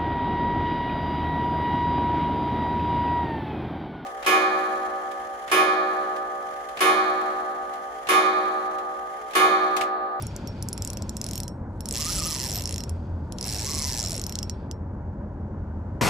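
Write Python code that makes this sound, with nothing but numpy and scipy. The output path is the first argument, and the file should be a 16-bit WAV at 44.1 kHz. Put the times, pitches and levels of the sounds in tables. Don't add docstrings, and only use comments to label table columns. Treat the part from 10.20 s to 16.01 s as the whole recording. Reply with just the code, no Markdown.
import sys
import numpy as np
from scipy import signal
from scipy.fft import rfft, irfft
from scipy.io import wavfile
from scipy.ndimage import uniform_filter1d

SR = 44100
rng = np.random.default_rng(int(sys.argv[2]) if len(sys.argv) > 2 else 0)


def bounce(signal):
    frames = np.transpose(np.atleast_2d(signal))
    limited = np.clip(frames, -1, 1)
    pcm = np.round(limited * 32767).astype(np.int16)
    wavfile.write(sys.argv[1], SR, pcm)


N = 256265


def amp(db):
    return 10 ** (np.asarray(db, float) / 20)


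def unit_rms(x):
    return x / np.sqrt(np.mean(x ** 2) + 1e-20)


def in_time(rows, when=None):
    time_s, *columns = np.transpose(rows)
    return [np.interp(np.arange(N) / SR if when is None else when, time_s, c) for c in columns]


def at_hz(points, hz):
    frequency_hz, values = np.transpose(points)
    return np.interp(np.log(hz + 1), np.log(frequency_hz), values)


def filtered_noise(gain_at):
    white = rfft(rng.standard_normal(N + 1))
    return irfft(white * gain_at(np.fft.rfftfreq(N + 1, 1 / SR)), N + 1)[:N]


def drift(rate_hz):
    return unit_rms(filtered_noise(lambda hz: 1 / (1 + (hz / rate_hz) ** 2)))


def stereo_noise(spectrum, side_db):
    mid, side = [filtered_noise(lambda hz: amp(at_hz(spectrum, hz))) for _ in range(2)]
    return unit_rms(mid + amp(side_db) * side * [[1], [-1]])


def narrowband(hz, width_hz):
    phase = 2 * np.pi * np.cumsum(hz) / SR
    return drift(width_hz) * np.cos(phase) + drift(width_hz) * np.sin(phase)


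def resonance(x, hz, width_hz):
    r = np.exp(-np.pi * width_hz / SR)
    gain = (1 - r * r) / 2
    return signal.lfilter([gain, 0, -gain], [1, -2 * r * np.cos(2 * np.pi * hz / SR), r * r], x)


# frequency_hz, density_db
RUMBLE = [(18, -32.5), (45, -5), (84, -4), (200, -11.5), (300, -15.5), (480, -23.5), (570, -20.5),
          (690, -27), (960, -25.5), (1120, -34), (1500, -36), (2070, -49.5), (3200, -71), (12000, -110)]
# frequency_hz, level_db
RUMBLE_SIDE = [(25, -13.5), (60, -24.5), (110, -27), (200, -22), (380, -14), (700, -6), (1290, -8),
               (2400, -3.5), (8000, -5)]
# frequency_hz, coherence_ratio
SIDE_COHERENCE = [(60, .7), (200, .8), (400, .85), (800, 0.77), (2000, 0.48), (5000, .2)]
# frequency_hz, lag_rad
SIDE_LAG = [(60, .9), (250, .9), (500, 0.83), (1000, 1.7), (3000, 0.9)]
# time_s, pitch_hz, level_db
LOW_HUM = [(0, 102, -39.5), (1.0, 95.9, -40.5), (2.2, 91.97, -49.5), (2.6, 85, -34), (4.0, 82.64, -39.5),
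           (5.8, 84, -35)]
# time_s, pitch_hz, level_db
HIGH_HUM = [(0, 200, -45.5), (2.0, 214.8, -48.5), (3.0, 201, -56.5), (4.2, 202.7, -47.5), (5.8, 204, -42)]


def drone():
    mid, independent = rfft(rng.standard_normal((2, N + 1)))
    hz = np.fft.rfftfreq(N + 1, 1 / SR)
    coherence = at_hz(SIDE_COHERENCE, hz) * np.exp(-1j * at_hz(SIDE_LAG, hz))
    side = coherence * mid + np.sqrt(1 - np.abs(coherence) ** 2) * independent
    side *= amp(at_hz(RUMBLE_SIDE, hz))
    spectrum = amp(at_hz(RUMBLE, hz)) * (mid + side * [[1], [-1]])
    rumble = unit_rms(irfft(spectrum, N + 1)[:, :N])
    hums = sum(amp(level_db) * narrowband(pitch_hz, width_hz=8)
               for pitch_hz, level_db in (in_time(LOW_HUM), in_time(HIGH_HUM)))
    return amp(-34.5 - 0.6 * drift(7.5)) * rumble + hums


# time_s, dull_db, bright_db
RUSTLE_LEVELS = [(0, -50.5, -60), (.1, -53.5, -65), (.7, -57, -75), (1.1, -60.5, -55), (1.32, -85.5, -85),
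                 (2.5, -86.5, -81.5), (2.68, -62, -72), (3.05, -70.5, -80), (4.15, -59, -61),
                 (4.4, -63, -86), (4.6, -83, -86.5)]
# frequency_hz, density_db
RUSTLE_DULL = [(900, -30), (1400, 3), (1800, -10), (2450, -3), (2900, -9), (3400, -5.5), (4000, -11.5),
               (4700, -4), (5400, -15), (8000, -30), (14000, -61)]
RUSTLE_BRIGHT = [(2500, -28.5), (3600, -22.5), (5000, -2.5), (6300, 0.5), (7500, -4), (10000, -15),
                 (12500, -17), (15000, -42.5)]


def rustle():
    dull_db, bright_db = in_time(RUSTLE_LEVELS)
    uneven_db = 1.2 * drift(30)
    dull = amp(dull_db + uneven_db) * stereo_noise(RUSTLE_DULL, side_db=-3.5)
    bright = amp(bright_db + uneven_db) * stereo_noise(RUSTLE_BRIGHT, side_db=-8)
    return dull + bright


# time_s, level_db
AIR_LEVEL = [(0, -80), (4.7, -82), (5.8, -75)]
# frequency_hz, density_db
AIR_SPECTRUM = [(1470, -35), (2500, -5.5), (2930, -3.5), (3190, -8.5), (3830, -10.5), (7240, -12.5),
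                (12000, -35), (15600, -59.5), (22000, -120)]


def air():
    return amp(in_time(AIR_LEVEL)[0]) * stereo_noise(AIR_SPECTRUM, side_db=-0.5)


REEL_PAN_DB = -0.5
COMB_DEPTH_DB, COMB_SPACING_HZ = 2, 2897


def strike(modes, start_s, angle, level_db, spread_db, jitter_s, onset_hz, deep_db=None):
    out = np.zeros((2, N))
    for hz, mode_db, t60_s, pan_db in modes:
        chance = rng.standard_normal((len(start_s), 5))
        chance[:, [1, 4]] = np.sqrt(3) * uniform_filter1d(chance[:, [1, 4]], size=3, axis=0)
        delay, force, sway, skew, polarity = chance.T
        at = ((start_s + jitter_s * np.abs(delay)) * SR).astype(int)
        side_db = (REEL_PAN_DB + pan_db + 5 * sway) / 2
        drive_db = deep_db if deep_db is not None and hz < 4000 else level_db
        comb_db = COMB_DEPTH_DB * np.cos(2 * angle - 2 * np.pi * hz / COMB_SPACING_HZ)
        blow_db = drive_db + mode_db + comb_db + spread_db * force
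        left_lag = skew > hz / 1500 - 5
        impulses = np.full((2, N), 1e-18)
        impulses[0, at + left_lag] = amp(blow_db + side_db) * np.sign(polarity)
        impulses[1, at] = amp(blow_db - side_db) * np.sign(polarity)
        r, w = amp(-60 / (t60_s * SR)), 2 * np.pi * hz / SR
        ring = signal.lfilter([0, np.sin(w)], [1, -2 * r * np.cos(w), r * r], impulses)
        out += resonance(ring, hz, onset_hz)
    return out


# pitch_hz, level_db, t60_s, pan_db
LOW_MODES = [(1950, -30.5, 0.0078, -10), (2722, -29.5, 0.014, -9), (3280, -18.5, 0.0042, -6),
             (4315, -8, 0.0072, -0.5), (5010, -8, 0.0093, -3), (5425, 3, 0.0032, -3), (5820, 6, 0.0017, -4)]
HIGH_MODES = [(6720, -6, 0.0027, 0), (7260, -10, 0.009, 0.017), (7750, -4.5, 0.0052, 0),
              (8980, -13.5, .004, 0), (11550, -17, 0.0026, 0.014), (13400, -15.5, .002, 0.0035),
              (14300, -30.5, .002, 0)]
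BRIGHT_MODES = [(9300, -16, .004, 0), (9950, -5, .016, 0), (10600, -8, .004, 0), (12070, -11, .018, 0),
                (13150, -36, .02, 0)]
# deep_db, high_db, bright_db
MODE_LIFT = [26, 12, 10]


def pawl_snaps(start_s, angle, level_db, deep_db, high_db, bright_db):
    deep_lift_db, high_lift_db, bright_lift_db = MODE_LIFT
    high_share = np.clip(amp(2 * (high_db + 8.5)), 0, .8)
    low_db = level_db + 10 * np.log10(1 - high_share) - 6
    low = strike(LOW_MODES, start_s, angle, low_db, spread_db=1.5, jitter_s=.00015, onset_hz=1850,
                 deep_db=level_db + deep_db + deep_lift_db)
    high = strike(HIGH_MODES, start_s, angle, level_db + high_db + high_lift_db,
                  spread_db=2.1, jitter_s=.0002, onset_hz=1799)
    bright = strike(BRIGHT_MODES, start_s, angle, bright_db + bright_lift_db,
                    spread_db=4, jitter_s=.00063, onset_hz=1210)
    return low + high + bright


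# pitch_hz, level_db, t60_s, pan_db
PAWL_RING_MODES = [(4095, -21, .22, -2), (5120, -13, .08, -2), (5530, 0, .13, -2), (8290, -22, .28, 0)]


def pawl_ring(start_s, level_db, surviving=0.51, swell_s=0.00068):
    order = np.argsort(start_s)
    at = (start_s[order] * SR).astype(int)
    latest = np.searchsorted(at, np.arange(N), side="right") - 1
    since_s = (np.arange(N) - at[latest]) / SR * (latest >= 0)
    out = np.zeros((2, N))
    for hz, mode_db, t60_s, pan_db in PAWL_RING_MODES:
        pole = 2j * np.pi * hz - np.log(1000) / t60_s
        force, phase = rng.standard_normal((len(at), 2)).T
        spread_db = 2 if mode_db == 0 else 5
        phasor = amp(level_db[order] + mode_db + spread_db * force) * np.exp(3j * phase)
        for k in range(1, len(at)):
            phasor[k] += surviving * phasor[k - 1] * np.exp(pole * (at[k] - at[k - 1]) / SR)
        ring = np.imag(phasor[latest] * np.exp(pole * since_s)) * (1 - np.exp(-since_s / swell_s))
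        out += ring * amp((REEL_PAN_DB + pan_db) / 2 * np.array([[1], [-1]]))
    return out


# start_s, level_db, deep_db, high_db, bright_db, ring_db
# (deep_db and high_db are relative to level_db)
TICKS = [(0.0219, -27.5, -12, -15, -30.5, -44), (0.067, -27, -35, -11.5, -41, -46),
         (0.1626, -22, -36, -9.5, -48.5, -57), (0.2728, -26, -26, -20, -45, -41),
         (0.4241, -23.5, -25, -14, -37, -53), (0.4856, -18.5, -42, -9.5, -40, -55.5),
         (0.5284, -19.5, -31, -15, -36.5, -44.5), (0.5769, -23.5, -18, -14, -43.5, -43.5),
         (0.621, -16.5, -28, -10.5, -43.5, -48), (0.648, -20, -28, -8.5, -36, -46.5),
         (0.6738, -17.5, -30, -11, -38.5, -40), (0.701, -21, -25, -13.5, -37, -47.5),
         (0.7312, -20.5, -29, -19, -37, -46), (0.7707, -23.5, -18.5, -16, -42.5, -50),
         (0.8214, -22.5, -31, -13, -51, -49), (0.8931, -17, -31, -13.5, -43.5, -52),
         (0.967, -19.5, -26, -10.5, -36.5, -44), (1.0136, -15, -33, -15, -40, -52),
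         (1.041, -16, -28, -17, -42, -48), (1.064, -20.5, -26, -16, -37, -45),
         (1.087, -21, -26, -15, -38, -53), (1.1099, -18, -32, -17, -34, -46),
         (1.1326, -20, -22, -13, -40, -41), (1.1546, -19, -25, -11.5, -35, -37),
         (1.177, -20, -23, -15, -36.5, -50), (1.2013, -20.5, -20.5, -16, -34, -40),
         (1.2321, -24, -22, -14, -35.5, -44), (1.279, -24, -19.5, -15, -40.5, -44.5),
         (1.6053, -23.5, -23, -15, -42.5, -46), (1.6561, -16, -28, -17.5, -41, -39),
         (1.6864, -14.5, -28, -13, -36.5, -47.5), (1.709, -16.5, -26, -12.5, -37, -56),
         (1.724, -21, -25, -10, -34, -47.5), (2.407, -23, -13, -18, -40, -56),
         (2.4205, -20, -29, -20, -38, -44), (2.4372, -16, -30, -19, -41, -37),
         (2.4555, -14.5, -24, -17, -40, -38), (2.474, -18, -22, -17, -43, -36),
         (2.4916, -16.5, -23, -19, -39, -43), (2.5077, -23, -16, -13, -44, -46.5),
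         (2.5243, -19.5, -20, -11, -40, -46), (2.541, -16, -23.5, -20, -39, -46),
         (2.5596, -18.5, -20, -13, -42, -46), (2.58, -20, -18, -11, -38.5, -35.5),
         (2.604, -20.5, -19.5, -20, -43, -39), (2.6362, -21.5, -18.5, -16, -43.5, -50),
         (2.6933, -25, -20.5, -15, -39, -53), (3.1219, -21.5, -28.5, -18, -42, -50.5),
         (3.1842, -17, -28, -24, -48.5, -44), (3.2097, -17, -29, -17, -39, -48),
         (3.2267, -16, -25, -19.5, -47.5, -43), (3.9779, -21, -20, -15, -42, -43),
         (3.9948, -14.5, -36, -18, -42, -45.5), (4.0143, -16, -28, -21, -35, -40),
         (4.0382, -17, -27, -19.5, -43.5, -44), (4.0645, -16, -29, -25.5, -38.5, -46),
         (4.094, -22, -19, -20, -40, -41), (4.123, -19.5, -20, -16, -43, -39),
         (4.154, -13, -31, -15.5, -46, -54), (4.1876, -16.5, -23.5, -14, -51, -44),
         (4.2284, -16.5, -22, -15.5, -44, -39), (4.2956, -16, -23, -17, -53, -40),
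         (4.5119, -21.5, -22.5, -16.5, -49, -50)]


def ratchet():
    single = np.c_[TICKS, rng.uniform(0, 2 * np.pi, len(TICKS))]
    single[:, 0] += .0009
    ticks = np.vstack([single, spin_ticks()])
    start_s, level_db, deep_db, high_db, bright_db, ring_db, angle = ticks.T
    snaps = pawl_snaps(start_s, angle, level_db, deep_db, high_db, bright_db)
    return snaps + pawl_ring(start_s, ring_db)


# left_delay_s, right_delay_s, level_db
ECHOES = [(.0011, 0.0003, -27.5), (.0026, 0.0026, -25), (.0068, .0074, -22.5)]


def reflections(x, tail_db=-39, t60_s=.075):
    decay_db = 60 * np.arange(SR // 8) / SR / t60_s
    response = rng.standard_normal((2, SR // 8)) * amp(tail_db - decay_db)
    response[:, 0] = 1
    for *delays_s, echo_db in ECHOES:
        response[[0, 1], (np.array(delays_s) * SR).astype(int)] += amp(echo_db)
    return signal.fftconvolve(x, response, axes=1)[:, :N]


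def teeth(spin):
    time_s, passed = np.transpose(spin)
    tooth = np.arange(passed[0], passed[-1] + 1)
    return tooth, np.interp(tooth, passed, time_s)


# time_s, teeth_passed
SPINS = [
    [(1.7389, 6), (1.781, 11), (1.8529, 22), (1.8833, 27), (1.915, 33), (1.9465, 40), (1.9926, 49),
     (2.0227, 54), (2.0495, 58), (2.0964, 66), (2.1548, 75), (2.2776, 91), (2.3965, 103)],
    [(3.2416, 12), (3.2636, 14), (3.3256, 21), (3.3849, 27), (3.421, 31), (3.4625, 36), (3.6284, 61),
     (3.715, 73), (3.8178, 85), (3.8495, 88), (3.9647, 98)],
]
# offset_turns, full_turn_db, half_turn_db, deep_db, bright_db
SPIN_TIMBRE = [(.0092, 7, 3, -23, -38), (-0.015, 4.5, 5, -30.5, -41.5)]
# time_s, level_db
SPIN_LEVEL = [(1.74, -13), (1.95, -15.5), (2.25, -15.5), (2.4, -17), (3.24, -17), (3.45, -16), (3.8, -13.5),
              (3.97, -17)]


def spin_ticks(teeth_per_turn=13):
    rows = []
    for spin, (offset_turns, full_turn_db, half_turn_db, deep_db, bright_db) in zip(SPINS, SPIN_TIMBRE):
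        tooth, start_s = teeth(spin)
        start_s += 0.00019 * rng.standard_normal(len(tooth))
        angle = 2 * np.pi * (tooth / teeth_per_turn + offset_turns)
        facing = np.cos(angle)
        shadow_db = full_turn_db * np.maximum(facing, 0) ** 3.3
        shadow_db += half_turn_db * np.maximum(-facing, 0) ** 8.2
        level_db = in_time(SPIN_LEVEL, start_s)[0] - shadow_db
        high_db = -17 + 1.5 * np.sin(2 * angle + 0.42)
        ring_db = -42 + 5 * rng.standard_normal(len(tooth))
        each = np.ones(len(tooth))
        rows.append(np.c_[start_s, level_db, deep_db * each, high_db, bright_db * each, ring_db, angle])
    return np.vstack(rows)


def tooth_rate():
    spin_times = [teeth(spin)[1] for spin in SPINS]
    time_s = np.sort(np.hstack([0, np.array(TICKS)[:, 0], N / SR] + spin_times))
    midpoint_s = (time_s[1:] + time_s[:-1]) / 2
    log_rate, = in_time(np.c_[midpoint_s, np.log(1 / np.diff(time_s))][1:])
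    return np.exp(uniform_filter1d(log_rate, size=SR // 30))


def speed_gain(tooth_hz, full_db, full_hz, halving_db):
    return amp(full_db - halving_db * np.maximum(np.log2(full_hz / tooth_hz), 0))


# centre_hz, width_hz, gain_db
BODY_RESONANCES = [(1236, 35, 11.5), (994.5, 180, -12.5), (1718, 30, 5.5), (2060, 73, 3)]


def gear_whine(tooth_hz, contacts_per_tooth=7.2):
    mesh_hz = contacts_per_tooth * tooth_hz
    fundamental = narrowband(mesh_hz, width_hz=75)
    fundamental *= speed_gain(tooth_hz, full_db=-49.5, full_hz=60, halving_db=20)
    octave = narrowband(2 * mesh_hz, width_hz=160)
    octave *= speed_gain(tooth_hz, full_db=-55.5, full_hz=123, halving_db=23)
    flicker_db = 2.5 * drift(25)
    rolloff_db = 28 * np.maximum(np.log2(mesh_hz / 1310), 0)
    tone = (fundamental + octave) * amp(flicker_db - rolloff_db)
    body = sum(amp(gain_db) * resonance(tone, hz, width_hz) for hz, width_hz, gain_db in BODY_RESONANCES)
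    return (tone + body) * amp([[.3], [-.3]])


# frequency_hz, density_db
RUNNING_SPECTRUM = [(900, -38.5), (1600, -7.5), (2200, -2), (3200, -5.5), (4300, -1), (5500, -11),
                    (7500, -5), (10000, -9.5), (12500, -12.5), (15000, -39)]


def running_hiss(tooth_hz):
    grain = amp(2.5 * drift(150))
    gain = speed_gain(tooth_hz, full_db=-42.5, full_hz=105, halving_db=9.7)
    return gain * grain * stereo_noise(RUNNING_SPECTRUM, side_db=-4)


def scene():
    tooth_hz = tooth_rate()
    reel = reflections(ratchet()) + gear_whine(tooth_hz) + running_hiss(tooth_hz)
    return reel + rustle() + air() + drone()


def record(dry):
    return signal.sosfilt(signal.cheby2(12, 70, 16900, fs=SR, output="sos"), dry)


dry = scene()
out = record(dry)
bounce(out)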